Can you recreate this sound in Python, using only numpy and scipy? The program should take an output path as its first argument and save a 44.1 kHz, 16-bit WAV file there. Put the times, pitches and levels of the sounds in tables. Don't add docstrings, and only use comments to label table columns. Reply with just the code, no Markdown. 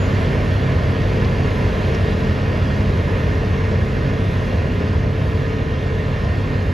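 import sys
import numpy as np
from scipy import signal
from scipy.fft import rfft, irfft, next_fast_len
from scipy.io import wavfile
from scipy.ndimage import uniform_filter1d

SR = 44100
rng = np.random.default_rng(int(sys.argv[2]) if len(sys.argv) > 2 else 0)


def wav_record(signal):
    frames = np.transpose(np.atleast_2d(signal))
    bounded = np.clip(frames, -1, 1)
    quanta = np.round(bounded * 32767).astype(np.int16)
    wavfile.write(sys.argv[1], SR, quanta)


def linear_from_db(decibels):
    return 10 ** (np.asarray(decibels, float) / 20)


N = 296787


def evened(x):
    return x / np.sqrt(np.mean(x ** 2) + 1e-20)


def read(points, hz, column=1):
    points = np.array(points)
    return np.interp(np.log(hz + 1), np.log(points[:, 0] + 1), points[:, column])


def sine(cycles):
    return np.sin(2 * np.pi * cycles)


def wander(top_hz, low_hz=0.2987):
    t = np.arange(0, N + 256, 256) / SR
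    rates_hz = np.geomspace(low_hz, top_hz, 16)
    slow = sum(sine(f * t + rng.random()) / np.sqrt(f) for f in rates_hz)
    return np.interp(np.arange(N) / SR, t, evened(slow))


def bumps(rows):
    t = np.arange(N) / SR
    return sum(db * np.exp(-(2 * (t - s) / length_s) ** 2) for s, db, length_s in rows)


def receding(mid_db, fall_db_per_s):
    return mid_db - fall_db_per_s * (np.arange(N) - N / 2) / SR


def tone_gain(mid_db, fall_db_per_s, wander_db, humps):
    return linear_from_db(receding(mid_db, fall_db_per_s) + wander_db * wander(6.) + bumps(humps))


def layer_db(mid_db, fall_db_per_s, bite_share):
    # (time [s], level [dB], length [s])
    bites = [
        (.2, 1.8, 0.56),
        (.6, -.8, 0.23),
        (1.9, 1.7, 1),
        (2.75, 1.4, 0.17),
        (3.25, 1, 0.31),
        (5.1, -2.2, .25),
        (5.7, -1.5, 0.85),
        (6.4, .9, 0.85),
    ]
    return receding(mid_db, fall_db_per_s) + bite_share * bumps(bites)


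def blows(per_s, spread_db, spectrum, rings=()):
    size = linear_from_db(spread_db * np.minimum(rng.exponential(1, N), 5)) * rng.standard_normal(N)
    train = size * (rng.random(N) < per_s / SR)
    long = next_fast_len(N)
    hz = np.fft.rfftfreq(long, 1 / SR)
    (low_hz, low_db), (high_hz, high_db) = spectrum[0], spectrum[-1]
    skirt_low = [(low_hz * .93, low_db - 30)]
    skirt_high = [(high_hz * 1.07, high_db - 30), (high_hz * 1.2, high_db - 90)]
    colour_db = read(skirt_low + spectrum + skirt_high, hz)
    for ring_hz, width_hz, lift_db in rings:
        colour_db = colour_db + lift_db / (1 + (2 * (hz - ring_hz) / width_hz) ** 2)
    return evened(irfft(rfft(train, long) * linear_from_db(colour_db), long)[:N])


def clinking(x, patchy_db, frames=7):
    z = signal.stft(x, nperseg=512)[2]
    patches = uniform_filter1d(rng.standard_normal(z.shape), size=2, axis=0)
    patches = uniform_filter1d(patches, size=frames, axis=1)
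    return evened(signal.istft(z * linear_from_db(patchy_db * evened(patches)), nperseg=512)[1][:N])


def street(x, t60_s=0.47):
    t = np.arange(SR) / SR
    tail = rng.standard_normal(SR) * linear_from_db(-60 * t / t60_s)
    led_in = np.concatenate([x[SR:0:-1], x])
    return signal.fftconvolve(led_in, tail / np.linalg.norm(tail))[SR:SR + N]


def hums():
    # (frequency [Hz], level [dB rms], wander [dB])
    steady = [(40.4, -33, 1), (51.8, -36, 3), (81.2, -29.5, 2), (88.8, -33, 3), (121.8, -42, 3),
              (131.2, -28.5, 1.2), (145.3, -39, 3), (187, -41, 3), (304.2, -45, 2), (428.6, -47, 3),
              (477, -49, 3), (892.3, -58, 2)]
    # (time [s], level [dB], length [s])
    firing_dips = [
        (1.85, -2, 0.3),
        (3.296, 0, 0.93),
        (4.0, -19, 0.18),
        (5.8, -8, 0.74),
    ]
    pump_dips = [
        (.05, 3, 0.087),
        (2.7, -6.5, 0.72),
        (3.5, -2.5, 0.3),
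        (6.5, -4.5, 0.77),
    ]
    firing_hz, pump_hz = 96.9, 446.1
    t = np.arange(N) / SR
    tones = np.zeros(N)
    for hz, db, drift_db in steady:
        tones += linear_from_db(db + drift_db * wander(3.)) * sine(hz * t + rng.random())
    firing = tone_gain(-23.5, 0.1, 0.44, firing_dips) * sine(firing_hz * t)
    pump = tone_gain(-34, .15, 1.8, pump_dips) * sine(pump_hz * t)
    return np.sqrt(2) * (tones * linear_from_db(receding(0, .4)) + firing + pump)


def squeak():
    hz, end_s, db = 6850, .068, -47.5
    t = np.arange(N) / SR
    gate = np.clip((end_s - t) / .008 + .5, 0, 1)
    return linear_from_db(db) * gate * sine(np.cumsum(hz * (1 + 0.0018 * wander(40.))) / SR)


def stones():
    # (time [s], peak level [dB], ring frequency [Hz])
    strikes = [
        (1.0174, -37, 4060),
        (1.2461, -27.5, 3770),
        (1.9464, -29, 4500),
        (2.2464, -42, 4860),
        (2.646, -40, 4000),
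        (3.4474, -36, 3920),
        (3.8127, -45, 4160),
        (5.0284, -38, 4360),
        (6.2464, -40, 4300),
    ]
    out, t = np.zeros(N), np.arange(1300) / SR
    for s, db, hz in strikes:
        band = signal.butter(3, [hz * .62, hz * 1.35], "band", fs=SR)
        grit = evened(signal.lfilter(*band, rng.standard_normal(len(t))))
        at = round(s * SR)
        decay_db = -60 * t / .032
        out[at:at + len(t)] += linear_from_db(db - 1.5 + decay_db) * grit * np.minimum(t / .001, 1)
    return out


def shaft():
    # (time [s], speed [turns/s])
    speed = [(0, 34.2), (.5, 34.1), (.9, 34.4), (1.2, 34.62), (1.6, 34.38), (2.45, 34.4), (2.75, 34.25),
             (3.1, 34.15), (3.4, 34.25), (3.8, 34.53), (4.3, 34.5), (4.8, 34.3), (5.1, 34.45),
             (5.35, 34.37), (5.7, 34.35), (6.15, 34.0), (6.73, 34.1)]
    # (multiple of the shaft [1], level [dB rms])
    orders = [(2, -35), (3, -38), (4, -39), (5, -38), (8, -43), (12, -44), (15, -45), (17, -53), (18, -47),
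              (29, -54), (36, -54)]
    # (multiple of the shaft [1], level against the gear whine [dB])
    gear_orders = [
        (54, 0),
        (64, -14),
        (72, -13),
        (81, -10),
        (108, -17),
    ]
    # (time [s], level [dB], length [s])
    pulls = [
        (.9, 3, 0.24),
        (2.256, 6, 0.35),
        (2.787, 10, 0.26),
        (3.758, 10, 0.19),
        (4.85, 7.5, .5),
    ]
    # (time [s], level [dB], length [s])
    lulls = [
        (.1, -8, 0.43),
        (.8, -3, 0.26),
        (1.25, -6.5, 0.27),
        (2.9, -4, 0.29),
        (3.95, -4.5, 0.43),
        (5.1, -10, 0.44),
        (5.95, -1, .3),
    ]
    speed_s, turns_per_s = np.transpose(speed)
    rate = np.interp(np.arange(N) / SR, speed_s, turns_per_s)
    turns = np.cumsum(rate * (1 + .0006 * wander(16.))) / SR
    low, whine = np.zeros(N), np.zeros(N)
    for k, db in orders:
        low += linear_from_db(db + 2.1 * wander(8., low_hz=1.2)) * sine(k * turns + rng.random())
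    for k, db in gear_orders:
        whine += linear_from_db(db + 2.9 * wander(40., low_hz=4.)) * sine(k * turns + rng.random())
    exhaust = tone_gain(-36.5, 0.36, 1.8, pulls) * sine(6 * turns)
    return np.sqrt(2) * (low * linear_from_db(receding(2.1, 0.16)) + exhaust + linear_from_db(-44 + bumps(lulls)) * whine)


def drum():
    # (frequency [Hz], density [dB/Hz])
    rumble_spectrum = [(22, -71), (33, -62), (39, -51), (45, -43.5), (62, -42.5), (88, -40), (103, -42),
                       (113, -50), (135, -44), (190, -48), (250, -47.5), (290, -54), (315, -56),
                       (338, -51.5), (370, -56)]
    rasp_spectrum = [(370, -53), (400, -51.5), (470, -53), (620, -56), (720, -60), (830, -64.5),
                     (950, -63.5), (1010, -60.5), (1200, -65.5), (1600, -61), (1750, -63), (1930, -68),
                     (2300, -70.5), (3200, -74.5)]
    rattle_spectrum = [(3200, -73), (3400, -72.5), (3650, -76.5), (4000, -77), (5000, -81), (6000, -85.5),
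                       (7000, -88.5), (8000, -91), (8500, -92.5)]
    fizz_spectrum = [(8500, -92.5), (9500, -95.4), (11000, -99), (12000, -100.7), (13000, -102.6),
                     (14000, -104), (15300, -106)]
    # (frequency [Hz], width [Hz], lift [dB])
    panels = [
        (2120, 184, 4.5),
        (2410, 53, 4),
        (2765, 350, 4.5),
    ]
    # (time [s], level [dB], length [s])
    gusts = [
        (1.6, 1.5, .3),
        (2.05, 1.2, .35),
        (2.95, 1, 0.32),
        (4.3, 1.5, .5),
        (5.3, 3.2, .3),
        (5.75, 0, .4),
    ]
    rumble = blows(4000, 1.13, rumble_spectrum)
    rasp = clinking(blows(20000, 0.74, rasp_spectrum, panels), patchy_db=0.97)
    rattle = clinking(blows(30000, 0.69, rattle_spectrum), patchy_db=1.7, frames=21)
    fizz = clinking(blows(36000, .4, fizz_spectrum), patchy_db=2.7)
    rumble_db = layer_db(-22.1, 0.43, 0.27) + 0.48 * wander(27.0)
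    rasp_db = layer_db(-28, 0.45, 0.61) + 0.32 * wander(12., low_hz=1.6)
    rattle_db = layer_db(-44, 0.49, 0.66) + 0.22 * wander(25.)
    fizz_db = layer_db(-60.5, 0.6, .7) + bumps(gusts) + .4 * wander(9.)
    return linear_from_db(rumble_db) * rumble + linear_from_db(rasp_db) * rasp + linear_from_db(rattle_db) * rattle + linear_from_db(fizz_db) * fizz


def scene():
    # (frequency [Hz], left lead [rad], likeness [0-1], left-right [dB])
    ports_low = [(60, -.08, .9995, -.3), (170, -.1, .98, -1.6), (260, -.2, .9, -2), (390, -.27, .84, 2.7),
                 (520, -.63, .89, -.5), (670, -.6, .78, -2.3), (820, -.93, .55, 3), (1030, -.26, .8, 0),
                 (1250, -1.4, .45, .8), (1500, -2.7, .45, -3.6), (1635, -3.2, .75, -4.1),
                 (1690, -5.7, .9, -5.4), (2050, -6.14, .9, -3.9), (2300, -6.25, .98, -1.3)]
    ports_high = [(2800, -6.28, .99, -.8), (5200, -6.7, .95, 0), (6700, -6.9, .93, 0), (7000, -7.7, .8, 0),
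                  (8000, -9.1, .85, 0), (9000, -9.8, .8, 0), (10000, -10.9, .6, 0), (10500, -11.8, .7, 0),
                  (11000, -12.3, .9, 0), (13000, -12.7, .9, 0), (14000, -14.1, .4, 0)]
    clear = shaft() + hums() + stones() + squeak()
    long = next_fast_len(N)
    hz = np.fft.rfftfreq(long, 1 / SR)
    lead_rad, alike, tilt_db = (read(ports_low + ports_high, hz, column=k) for k in (1, 2, 3))
    lean = np.arccos(alike) / 2
    near = np.cos(lean) * rfft(clear + drum(), long)
    echo = np.sin(lean) * rfft(street(clear) + drum(), long)
    port = linear_from_db(tilt_db / 2) * np.exp(.5j * lead_rad)
    return irfft(np.array([(near + echo) * port, (near - echo) / port]), long)[:, :N]


def low_pass(x):
    return signal.sosfilt(signal.butter(12, 15600, fs=SR, output="sos"), x)


def record(dry):
    # (low edge [Hz], high edge [Hz], jitter of the low edge [Hz])
    no_sum = [(8000, 8950, 130), (14150, SR / 2, 200)]
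    no_difference = [(2750, 5250, 220), (5250, 6800, 0), (10520, 13250, 250), (15000, SR / 2, 330)]
    settle_s = .25
    pair = np.array([dry[0] + dry[1], dry[0] - dry[1]]) / 2
    hz, t, z = signal.stft(pair, SR, nperseg=2048)
    for k, bands in enumerate([no_sum, no_difference]):
        for low_hz, high_hz, jitter_hz in bands:
            edge_hz = low_hz + jitter_hz * np.clip(rng.standard_normal(len(t)), -2, 1.5)
            outside = (hz[:, None] < edge_hz) | (hz[:, None] > high_hz)
            z[k] *= outside | ((t < settle_s) & (jitter_hz == 0))
    total, difference = signal.istft(z, SR, nperseg=2048)[1][:, :N]
    return low_pass(np.array([total + difference, total - difference]))


dry = scene()
out = record(dry)
wav_record(out)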